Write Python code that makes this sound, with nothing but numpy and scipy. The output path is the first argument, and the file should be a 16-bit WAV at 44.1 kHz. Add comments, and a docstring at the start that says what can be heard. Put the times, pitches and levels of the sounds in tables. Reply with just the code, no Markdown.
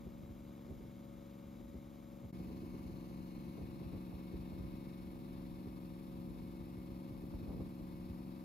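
"""A small four-stroke engine throbs in three uneven thumps a cycle, over clatter, a thin whine and hiss.
It drives a bilge pump on a barge deck and is heard from two places in turn, abruptly, the second louder.
The exhaust is a sum of harmonics of the cycle rate; clatter and hiss are coloured noise that surges with it.
The whines are tones geared to the shaft. Harbour wind is gusty coloured noise, and its buffets
on the microphone are noise bursts, each with a thump that falls in pitch."""
import sys
import numpy as np
from scipy import signal
from scipy.fft import rfft, irfft
from scipy.io import wavfile
from scipy.ndimage import uniform_filter1d

SR = 44100
rng = np.random.default_rng(int(sys.argv[2]) if len(sys.argv) > 2 else 0)


def unload_wav(signal):
    """Save mono or channel-first audio to the path in sys.argv[1] as 16-bit WAV at rate SR, clipped to [-1, 1]."""
    wavfile.write(
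        sys.argv[1],
        SR,
        np.round(np.clip(np.atleast_2d(signal).T, -1, 1) * 32767).astype(np.int16),
    )


N = 372204
TIME = np.arange(N) / SR
FREQ = np.fft.rfftfreq(N, 1 / SR)
CHANGE_S = 2.324  # when the listening place changes


def gain_of(db):
    """Logarithmic level: decibels to amplitude."""
    return 10 ** (np.asarray(db) / 20)


def evened(x):
    """Normalisation by mean power: scales to an rms of 1."""
    return x / np.sqrt(np.mean(x ** 2) + 1e-20)


def read(table, hz):
    """Spectral envelope: all columns of a table at hz, joined on a log-frequency axis."""
    f, *columns = np.transpose(table)
    return [np.interp(np.log(hz + 1), np.log(f + 1), c) for c in columns]


def follow(table):
    """Temporal envelope: all columns of a time curve at every sample."""
    s, *columns = np.transpose(table)
    return [np.interp(TIME, s, c) for c in columns]


def drift(rate_hz, size=2048):
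    """Low-passed random process: slow movement of rms 1, up to about rate_hz."""
    hz = np.fft.rfftfreq(size, TIME[-1] / size)
    slow = irfft(rfft(rng.standard_normal(size)) * np.exp(-(hz / rate_hz) ** 2))
    return np.interp(TIME, np.linspace(0, TIME[-1], size), evened(slow))


def band_db(low_hz, high_hz, order=20):
    """Band limitation: gain of a steep band-pass in dB."""
    low_cut = 1 + (low_hz / (FREQ + 1)) ** order
    high_cut = 1 + (FREQ / high_hz) ** order
    return -10 * np.log10(low_cut * high_cut)


def count_cycles(speed, start_cycles):
    """Phase as the integral of speed: a four-stroke cycle takes two turns; the count wanders a little."""
    steady = np.cumsum(follow(speed)[0]) / (2 * 60 * SR)
    return steady - start_cycles + 0.002 * drift(3)


def mean_rate(cycles):
    """Mean frequency: cycles a second over the whole duration."""
    return (cycles[-1] - cycles[0]) / TIME[-1]


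# Exhaust harmonics. Each row: multiple of the cycle rate, mean level in dB at the first place,
# mean level in dB at the second.
EXHAUST_ORDERS = [(2, -73.6, -74.0), (3, -67.4, -73.1), (4, -81.3, -77.5), (5, -65.1, -66.6),
                  (6, -64.1, -62.0), (7, -70.8, -61.3), (8, -59.4, -52.8), (9, -66.3, -64.1),
                  (10, -58.4, -58.0), (11, -63.2, -56.8), (12, -77.8, -75.8), (13, -64.7, -60.6),
                  (14, -66.5, -62.4), (15, -68.2, -60.2), (16, -75.8, -74.3), (17, -83.6, -74.0),
                  (18, -82.6, -75.6), (19, -95.5, -78.2), (20, -78.3, -82.6), (21, -80.8, -77.3),
                  (22, -76.5, -90.1), (23, -81.5, -83.4), (24, -65.8, -66.6), (25, -78.6, -91.2),
                  (26, -82.0, -80.9), (29, -89, -88), (31, -85.5, -95), (32, -86.5, -77.3),
                  (35, -87, -88.5), (38, -83, -81.5), (39, -83, -98), (40, -83, -83.5), (41, -88, -82),
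                  (43, -98, -86), (44, -88, -79.3), (46, -97, -86), (47, -87.5, -86.5), (48, -82.5, -86),
                  (51, -90, -87), (53, -86, -94), (54, -100, -83.5)]
# Exhaust puffs of one cycle, which also time the knocks of the clatter.
# Each row: moment as a share of the cycle, relative strength.
EXHAUST_PUFFS = [(0, 1.153), (0.25, 0.52), (.671, 1.297)]
SILENCER_HZ, SILENCER_Q = 153, 1.55


def exhaust(cycles, place, lead_rad, left_db, uneven, fullness_db, wander_db=1.0, sway_rad=0.16):
    """Fourier synthesis: puffs and silencer resonance set the phases, so harmonics bunch into three thumps."""
    at, strength = np.transpose(EXHAUST_PUFFS)
    multiples, *levels_db = np.transpose(EXHAUST_ORDERS)
    tilt_db = fullness_db * drift(25)  # a full puff is darker, a lean one brighter
    out = np.zeros((2, N))
    for k, db in zip(multiples, levels_db[place]):
        hz = k * mean_rate(cycles)
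        detuning = hz / SILENCER_HZ - SILENCER_HZ / hz
        silencer = -1 / (1 + 1j * SILENCER_Q * detuning) ** 2
        puffs = np.sum(strength * np.exp(-2j * np.pi * k * at))
        wander = drift(2.55)  # moving air makes each harmonic waver in level and pitch
        level_db = db + wander_db * wander + tilt_db * np.tanh(np.log2(hz / 230))
        angle = 2 * np.pi * k * cycles + np.angle(silencer * puffs) + sway_rad * wander[::-1]
        # the engine stands to the left: higher harmonics reach that port earlier and louder
        side_db, side_rad = left_db * hz / 500, lead_rad * hz / 500
        balance = evened(gain_of([side_db / 2, -side_db / 2]))[:, None]
        tone = np.cos([angle + side_rad / 2, angle - side_rad / 2])
        out += balance * np.sqrt(2) * gain_of(level_db) * tone
    return out * (1 + uneven * drift(41))


def ports(white, db, pair):
    """Interaural coherence: colours two white signals into what the left and right microphone ports pick up."""
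    balance_db, likeness, lead_rad = read(pair, FREQ)
    a, b = rfft(white)
    left = a * gain_of(balance_db / 2)
    mixed = likeness * a + np.sqrt(1 - likeness ** 2) * b
    right = mixed * gain_of(-balance_db / 2) * np.exp(-1j * lead_rad)
    return irfft(np.array([left, right]) * gain_of(db) * np.sqrt(SR / 2), N)


def deck_ripple(depth_db, count=24):
    """Comb filtering: echoes off the steel deck, 2 to 20 ms late, ripple the spectrum by depth_db rms."""
    delay, turn = rng.random((2, count, 1))
    hz = np.arange(0, SR / 2, 5)
    delay_s = 0.002 + 0.018 * delay
    comb = np.cos(2 * np.pi * (hz * delay_s + turn)).sum(0)
    return depth_db * np.interp(FREQ, hz, evened(comb))


# Clatter spectrum before the deck ripple. Each row: frequency in Hz, density in dB per Hz at the first place,
# density in dB per Hz at the second.
CLATTER_COLOUR = [(430, -95.5, -95), (770, -99, -97.5), (970, -101, -96), (1225, -100.6, -97),
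                  (1427, -105.8, -103.2), (1670, -109, -103.5), (1990, -109.5, -105),
                  (2210, -104.5, -104.5), (2570, -110.9, -103.8), (3130, -110.6, -108.6),
                  (3840, -109.4, -106.5), (3960, -110, -108), (4260, -115.6, -106), (4920, -114, -111),
                  (5200, -113.5, -109)]
# Clatter at the two microphone ports, one table for each place.
# Each row: frequency in Hz, left minus right in dB, likeness from 0 to 1, left lead in rad.
CLATTER_PORTS = [[(450, 2, 0.67, 0.1), (700, 6, 0.67, 1.5), (950, 6, 0.67, 1.7), (1230, 4, 0.72, 1.4),
                  (1480, 3, 0.62, 0.2), (1850, 1, 0.88, -0.0), (2250, 0, 0.98, 0.0), (2700, 0, 0.92, 0.2),
                  (3100, 0, 0.86, 0.5), (3700, 0, 0.87, 0.6), (4400, 0, 0.84, 0.2), (5250, 0, 0.82, 0.3)], [(450, 2, 0.41, -0.2), (700, 5, 0.56, 1.7), (950, 9, 0.55, 2.5),
                                       (1230, 6, 0.84, 2.4), (1480, 2, 0.45, 4.0), (1850, 1, 0.64, 5.2),
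                                       (2250, -1, 0.89, 6.1), (2700, 1, 0.7, 7.5), (3100, 4, 0.33, 8.2),
                                       (3700, 6, 0.62, 6.4), (4400, 4, 0.69, 7.0), (5250, 5, 0.35, 7.6)]]
# Part of the clatter that repeats alike in every cycle. Each row: frequency in Hz, share of power from 0 to 1.
REPEATING_SHARE = [(400, 0.09), (1250, 0.1), (1500, 0.43), (2600, 0.23), (4000, 0)]
# How openly the hand-held microphone faces the clatter; the whines follow it twice as far in dB.
# Each row: time in seconds, gain in dB.
MICROPHONE_EXPOSURE = [(0, -0.3), (1.2, -0.2), (2.3, -0.5), (2.9, -1), (3.8, -0.5), (4.8, -0.5), (6, -1.5),
                       (7.1, -1.5), (8.44, -1.3)]


def clatter(cycles, place, knock_depth, swell_depth, swell_at, size=4096):
    """Cyclostationary noise: valve gear and casing repeat a pattern plus fresh rattle, surging with the strokes."""
    cycle_hz = mean_rate(cycles)
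    share = np.clip(read(REPEATING_SHARE, cycle_hz * np.arange(size // 2 + 1))[0], 0, 1)
    phases = np.exp(2j * np.pi * rng.random((2, len(share))))
    patterns = irfft(np.sqrt(share * cycle_hz / SR) * size * phases)
    pattern_at = np.arange(size) / size
    repeating = np.array([np.interp(cycles, pattern_at, p, period=1) for p in patterns])
    fresh_share = 1 - np.clip(read(REPEATING_SHARE, FREQ)[0], 0, 1)
    fresh = irfft(rfft(rng.standard_normal((2, N))) * np.sqrt(fresh_share), N)
    knocks = sum(strength * np.exp((np.cos(2 * np.pi * (cycles - at)) - 1) / 0.051)
                 for at, strength in EXHAUST_PUFFS)
    swell = swell_depth * np.cos(2 * np.pi * (cycles - swell_at))
    surge = evened(1 + knock_depth * knocks + swell)
    colour_db = read(CLATTER_COLOUR, FREQ)[place] + band_db(380, 5500) + deck_ripple(depth_db=1.5)
    level_db = follow(MICROPHONE_EXPOSURE)[0] + 0.45 * drift(18)
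    return gain_of(level_db) * ports((repeating + fresh) * surge, colour_db, CLATTER_PORTS[place])


# Hiss spectrum before the deck ripple. Each row: frequency in Hz, density in dB per Hz at the first place,
# density in dB per Hz at the second.
HISS_COLOUR = [(5700, -115.8, -115.6), (6600, -112.7, -116.9), (7600, -114.7, -113.9),
               (8400, -116.0, -113.4), (9500, -115.4, -110.6), (11000, -117.4, -112.5),
               (12200, -115.9, -113.4), (13100, -113.4, -111.8), (14200, -117.6, -116.0),
               (15400, -124.3, -121.1)]
# Hiss at the two microphone ports.
# Each row: frequency in Hz, left minus right in dB, likeness from 0 to 1, left lead in rad.
HISS_PORTS = [(5700, 0, 0.43, -1.1), (6700, 0, 0.6, -0.8), (7600, 0, 0.83, -2.6), (8400, 0, 0.92, -3.1),
              (9500, 0, 0.81, -3.6), (11000, 0, 0.67, -4.7), (12200, 0, 0.71, -5.5), (13100, 0, 0.96, -6.3)]


def hiss(cycles, place, swell_at, swell_depth=0.11):
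    """Amplitude-modulated noise: bright hiss that swells a little once a cycle."""
    surge = 1 + swell_depth * np.cos(2 * np.pi * (cycles - swell_at))
    colour_db = read(HISS_COLOUR, FREQ)[place] + band_db(6070, SR / 2) + deck_ripple(depth_db=0.7)
    return ports(rng.standard_normal((2, N)) * surge, colour_db, HISS_PORTS)


# Whines geared to the shaft. Each row: multiple of the cycle rate, flutter rate in Hz,
# level in dB at the first place before exposure, the same at the second.
SHAFT_WHINES = [(75, 8, -110, -93), (94, 4, -92, -105), (96, 5, -91, -78.2), (168, 40, -97, -100),
                (235, 70, -101, -92), (562, 50, -94, -115)]


def whine(cycles, place, swing_rad=1.1):
    """Phase modulation: the shaft speeds up and slows once a cycle; the tones beam, so fade fast off axis."""
    swing = swing_rad * np.sin(2 * np.pi * cycles)
    out = np.zeros(N)
    for multiple, flutter_hz, *levels_db in SHAFT_WHINES:
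        flutter = drift(flutter_hz) + 1j * drift(flutter_hz)
        strength = 1 + multiple / 280 * flutter  # higher whines flutter more deeply
        tone = strength * np.exp(1j * (2 * np.pi * multiple * cycles + swing))
        out += gain_of(levels_db[place]) * evened(tone.real)
    return out * gain_of(2 * follow(MICROPHONE_EXPOSURE)[0])


# Engine speed at the first place. Each row: time in seconds, revolutions a minute.
FIRST_SPEED = [(0.0, 2790), (2.33, 2783)]


def first_place():
    """Superposition of the engine's sources at the quieter place."""
    cycles = count_cycles(FIRST_SPEED, 0.815)
    note = exhaust(cycles, 0, lead_rad=0.88, left_db=5.5, uneven=0.06, fullness_db=0.5)
    rattle = clatter(cycles, 0, knock_depth=0.24, swell_depth=0.1, swell_at=0.45)
    return note + rattle + hiss(cycles, 0, swell_at=0.54) + whine(cycles, 0)


def eddies(colour, apart):
    """Turbulent pressure noise: one colour at even strength, partly different at the two ports."""
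    shared, own = irfft(rfft(rng.standard_normal((2, N))) * gain_of(read(colour, FREQ)[0]), N)
    power = uniform_filter1d(uniform_filter1d(shared ** 2, size=1800), size=1800)
    return shared / np.sqrt(power) + apart * evened(own) * np.array([[1], [-1]])


# Colours of the wind, low to high; flutter and ruffle also colour the buffets.
# Each row: frequency in Hz, relative density in dB.
RUMBLE_COLOUR = [(15, -30), (28, -4), (40, 10.5), (54, 19), (75, 10), (110, 7.5), (150, -16), (260, -76)]
FLUTTER_COLOUR = [(25, -26), (70, -2.5), (125, 4), (200, -1), (320, -4.5), (430, -13), (650, -30),
                  (1200, -84)]
RUFFLE_COLOUR = [(220, -30), (380, 8), (560, 8), (850, -1), (1300, -13), (2500, -57)]
# Strength of the breeze on the microphone between buffets.
# Each row: time in seconds, level in dB before the offset of each layer.
BREEZE_STRENGTH = [(0.0, -61), (0.55, -65), (0.8, -61), (1.1, -64), (1.4, -68), (1.65, -61.5),
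                   (2.08, -66.5), (2.45, -59), (2.7, -56.8), (3.3, -59.5), (3.9, -57), (4.2, -59),
                   (4.55, -56.5), (4.8, -58.5), (5.45, -57), (5.8, -61), (6.25, -56), (6.6, -59),
                   (7.25, -58), (7.52, -55), (7.75, -59), (8.0, -57), (8.35, -61.5)]


def wind(rumble_db=-1.3, flutter_db=-1, ruffle_db=-76, brighten=1.37, gusty_db=2.4, flicker_db=1.15, gust_hz=9):
    """Turbulence spectrum: random gusts rumble and flutter; the harder it blows, the higher that reaches."""
    breeze_db = follow(BREEZE_STRENGTH)[0]
    stirred_db = breeze_db + flicker_db * drift(gust_hz)
    rumble_level_db = breeze_db + rumble_db + gusty_db * drift(gust_hz)
    ruffle_level_db = ruffle_db + brighten * (stirred_db - breeze_db.mean())  # brighten: dB per dB of breeze
    rumble = gain_of(rumble_level_db) * eddies(RUMBLE_COLOUR, apart=0.49)
    flutter = gain_of(stirred_db + flutter_db) * eddies(FLUTTER_COLOUR, apart=0.69)
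    ruffle = gain_of(ruffle_level_db) * eddies(RUFFLE_COLOUR, apart=0.98)
    return rumble + flutter + ruffle


def burst(noise, shape):
    """Windowed noise: cuts a burst out of two-port noise, with an rms of 1 at its crest."""
    cut = noise * shape
    return cut * np.sqrt(np.sum(shape ** 2) / np.sum(cut.mean(0) ** 2))


# Colour of the hollow body of a buffet. Each row: frequency in Hz, relative density in dB.
BODY_COLOUR = [(50, -20), (130, 5), (220, 2.5), (380, -1), (600, -21.5), (1400, -80)]
# Buffets of wind. Each row: crest of the ruffle in seconds, length in seconds, ruffle in dB, body in dB,
# thump in dB, pitch at the crest of the thump in Hz.
WIND_BUFFETS = [(0.068, 0.012, -60, -50, -48, 68), (0.226, 0.0093, -65, -50.5, -50, 76),
                (0.304, .016, -76, -57, -47.5, 70.4), (0.712, 0.021, -63, -49.5, -48, 75.4),
                (0.808, .01, -68, -51.5, -52, 72), (0.857, .01, -75, -56, -55, 80),
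                (1.468, .01, -78, -57, -55, 60), (1.604, 0.017, -80, -58, -57, 70),
                (1.755, .013, -65, -50.5, -45.5, 70.5), (2.249, .016, -63, -53.5, -47, 88),
                (2.345, .012, -78, -53, -50, 125), (2.405, 0.018, -62, -51, -48.5, 72),
                (2.475, 0.016, -68, -53, -47.5, 60), (2.516, .012, -62, -50, -51, 72),
                (2.568, .012, -66, -52, -51, 68), (2.636, .013, -66, -48.5, -48, 115),
                (2.743, 0.016, -66, -49.5, -54, 88), (2.854, .014, -76, -53, -46.5, 78),
                (2.904, .014, -76, -51, -50, 100), (2.959, .012, -72, -52, -55, 110),
                (3.108, .012, -65, -53, -57, 90), (3.48, .018, -76, -52, -50, 72),
                (3.584, .014, -58, -49, -51, 85), (3.622, .018, -60, -48, -43.5, 67.8),
                (3.698, 0.015, -76, -57, -52, 68), (3.819, .01, -69, -48, -54, 95),
                (3.868, .018, -72, -54, -44, 72), (3.94, .014, -57, -46.5, -44, 88),
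                (3.961, .01, -68, -56, -48, 74), (4.135, 0.021, -58.5, -50, -43.5, 72),
                (4.338, 0.014, -72, -48.5, -41, 70), (4.396, .01, -78, -57, -48, 70),
                (4.525, .018, -62, -52, -49, 86), (4.59, 0.02, -69, -49, -43, 82.4),
                (4.648, .014, -78, -56, -49, 60), (4.74, .012, -76, -58, -51, 66),
                (5.08, .014, -80, -56, -51, 70), (5.675, .011, -61, -51.5, -47, 72.2),
                (6.30, .018, -76, -56, -51, 70), (6.43, .014, -73, -54, -49.5, 86),
                (6.611, .014, -67, -52, -50, 90), (6.779, .013, -74, -53, -47, 74),
                (6.912, .016, -73, -57, -46, 62), (7.122, 0.013, -77, -53, -49, 88),
                (7.235, .014, -68, -49, -56, 89), (7.342, .012, -55.5, -48, -40.5, 66),
                (7.424, .018, -72, -52, -46, 78), (7.478, .016, -63, -50, -42, 58),
                (7.508, 0.016, -56, -48, -49, 100), (7.537, .01, -59, -48, -53, 110),
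                (7.572, .01, -68, -49, -52, 125), (7.609, .013, -54, -45, -45, 87),
                (7.675, .014, -72, -54, -53, 80), (7.811, .012, -64, -51, -45, 62),
                (8.099, .014, -72, -53, -45.5, 72.2), (8.21, .012, -80, -58, -53, 70)]


def buffets(thump_s=0.018, lag_s=0.01197, fall_s=0.0499, wake_db=-11, wake_rise_s=0.023, wake_s=0.043):
    """Eddy impact: a ruffle with a hollow body, then a push that falls in pitch and a rumbling wake."""
    ruffle = eddies(RUFFLE_COLOUR, apart=0.76)
    body = eddies(BODY_COLOUR, apart=0.34)
    wake = eddies(FLUTTER_COLOUR, apart=0.5)
    out = np.zeros((2, N))
    turns = rng.random(len(WIND_BUFFETS))
    for (s, length_s, ruffle_db, body_db, thump_db, hz), turn in zip(WIND_BUFFETS, turns):
        near = abs(TIME - s) < 0.15
        t = TIME[near] - s
        late = t - lag_s
        falling = turn - hz * fall_s * np.exp(-late / fall_s)  # phase in turns
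        push = np.cos(2 * np.pi * falling) * np.exp(-(late / thump_s) ** 2)
        wake_shape = np.exp(-abs(t) / np.where(t < 0, wake_rise_s, wake_s))
        out[:, near] += gain_of(ruffle_db) * burst(ruffle[:, near], np.exp(-abs(t) / length_s))
        out[:, near] += gain_of(body_db) * burst(body[:, near], np.exp(-(t / length_s) ** 2))
        out[:, near] += gain_of(thump_db) * push
        out[:, near] += gain_of(thump_db + wake_db) * burst(wake[:, near], wake_shape)
    return out


# Resonances and hollows of the treble that slide as the microphone moves.
# Each row: width in Hz, then a curve of points: time in seconds, centre in Hz, lift in dB.
SLIDING_RESONANCES = [(220, [(2.33, 2850, 1.5), (3.3, 2700, 2.5), (4.2, 2620, 2.7), (4.9, 2600, .5),
                      (8.44, 2550, 0.5)]), (250, [(2.33, 3580, -2.5), (3.5, 3480, -3.5), (3.8, 3150, -2.5),
                      (4.6, 3100, -1), (8.44, 3050, -1)]), (229, [(2.33, 4300, 0), (3.0, 4270, 3),
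                      (3.55, 4150, 3), (3.8, 3880, 1.5), (6, 3650, 1), (8.44, 3600, -1.5)]),
                      (180, [(2.33, 5650, -2), (3.55, 5500, -5), (3.8, 4800, -4), (4.5, 4850, -1),
                      (8.44, 4900, 1)]), (130, [(2.33, 5050, 2), (3.55, 4900, 2), (3.8, 5270, 0.5),
                      (8.44, 5350, 2.5)]), (450, [(2.33, 6700, 3.5), (3.0, 6400, 5), (3.6, 6200, 3),
                      (3.72, 6100, -2), (8.44, 5900, -2)])]


def slide(sound, size=512):
    """Time-varying filtering: lifts and hollows the treble along the sliding resonances."""
    hz, t, z = signal.stft(sound, SR, nperseg=size)
    lift_db = np.zeros(z.shape[1:])
    for width_hz, curve in SLIDING_RESONANCES:
        s, centre_hz, db = np.transpose(curve)
        offset_hz = hz[:, None] - np.interp(t, s, centre_hz)
        lift_db += np.interp(t, s, db) * np.exp(-(offset_hz / width_hz) ** 2)
    return signal.istft(z * gain_of(lift_db), SR, nperseg=size)[1][:, :N]


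# Engine speed at the second place. Each row: time in seconds, revolutions a minute.
SECOND_SPEED = [(2.33, 2740), (2.71, 2749), (3.09, 2730), (3.47, 2739), (3.85, 2741), (4.24, 2725),
                (4.62, 2736), (5.38, 2745), (6.15, 2726), (6.53, 2733), (8.44, 2735)]


def second_place():
    """Superposition of the engine's sources at the louder place, with sliding treble."""
    cycles = count_cycles(SECOND_SPEED, 0.488)
    note = exhaust(cycles, 1, lead_rad=0.84, left_db=4.0, uneven=0.09, fullness_db=1.1)
    rattle = clatter(cycles, 1, knock_depth=0.13, swell_depth=0.18, swell_at=0.29)
    treble = slide(rattle + hiss(cycles, 1, swell_at=0.23))
    return note + treble + whine(cycles, 1)


def scene(dip_db=-20, dip_s=0.011, recover_s=0.003):
    """Superposition: one place, then the other, under wind; the level dips briefly at the change."""
    engine = np.where(TIME < CHANGE_S, first_place(), second_place())
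    dip = np.exp(-((TIME - CHANGE_S) / np.where(TIME < CHANGE_S, dip_s, recover_s)) ** 2)
    return (engine + wind() + buffets()) * gain_of(dip_db * dip)


def record(dry, low_cut_hz=29, edge_hz=15700):
    """Linear filtering: the recorder's wind filter and upper band limit."""
    dry = irfft(rfft(dry) * gain_of(band_db(low_cut_hz, SR, order=12)), N)
    low_pass = signal.firwin(511, edge_hz, window=("kaiser", 9), fs=SR)
    return signal.oaconvolve(dry, low_pass[None], "same")


dry = scene()
out = record(dry)
unload_wav(out)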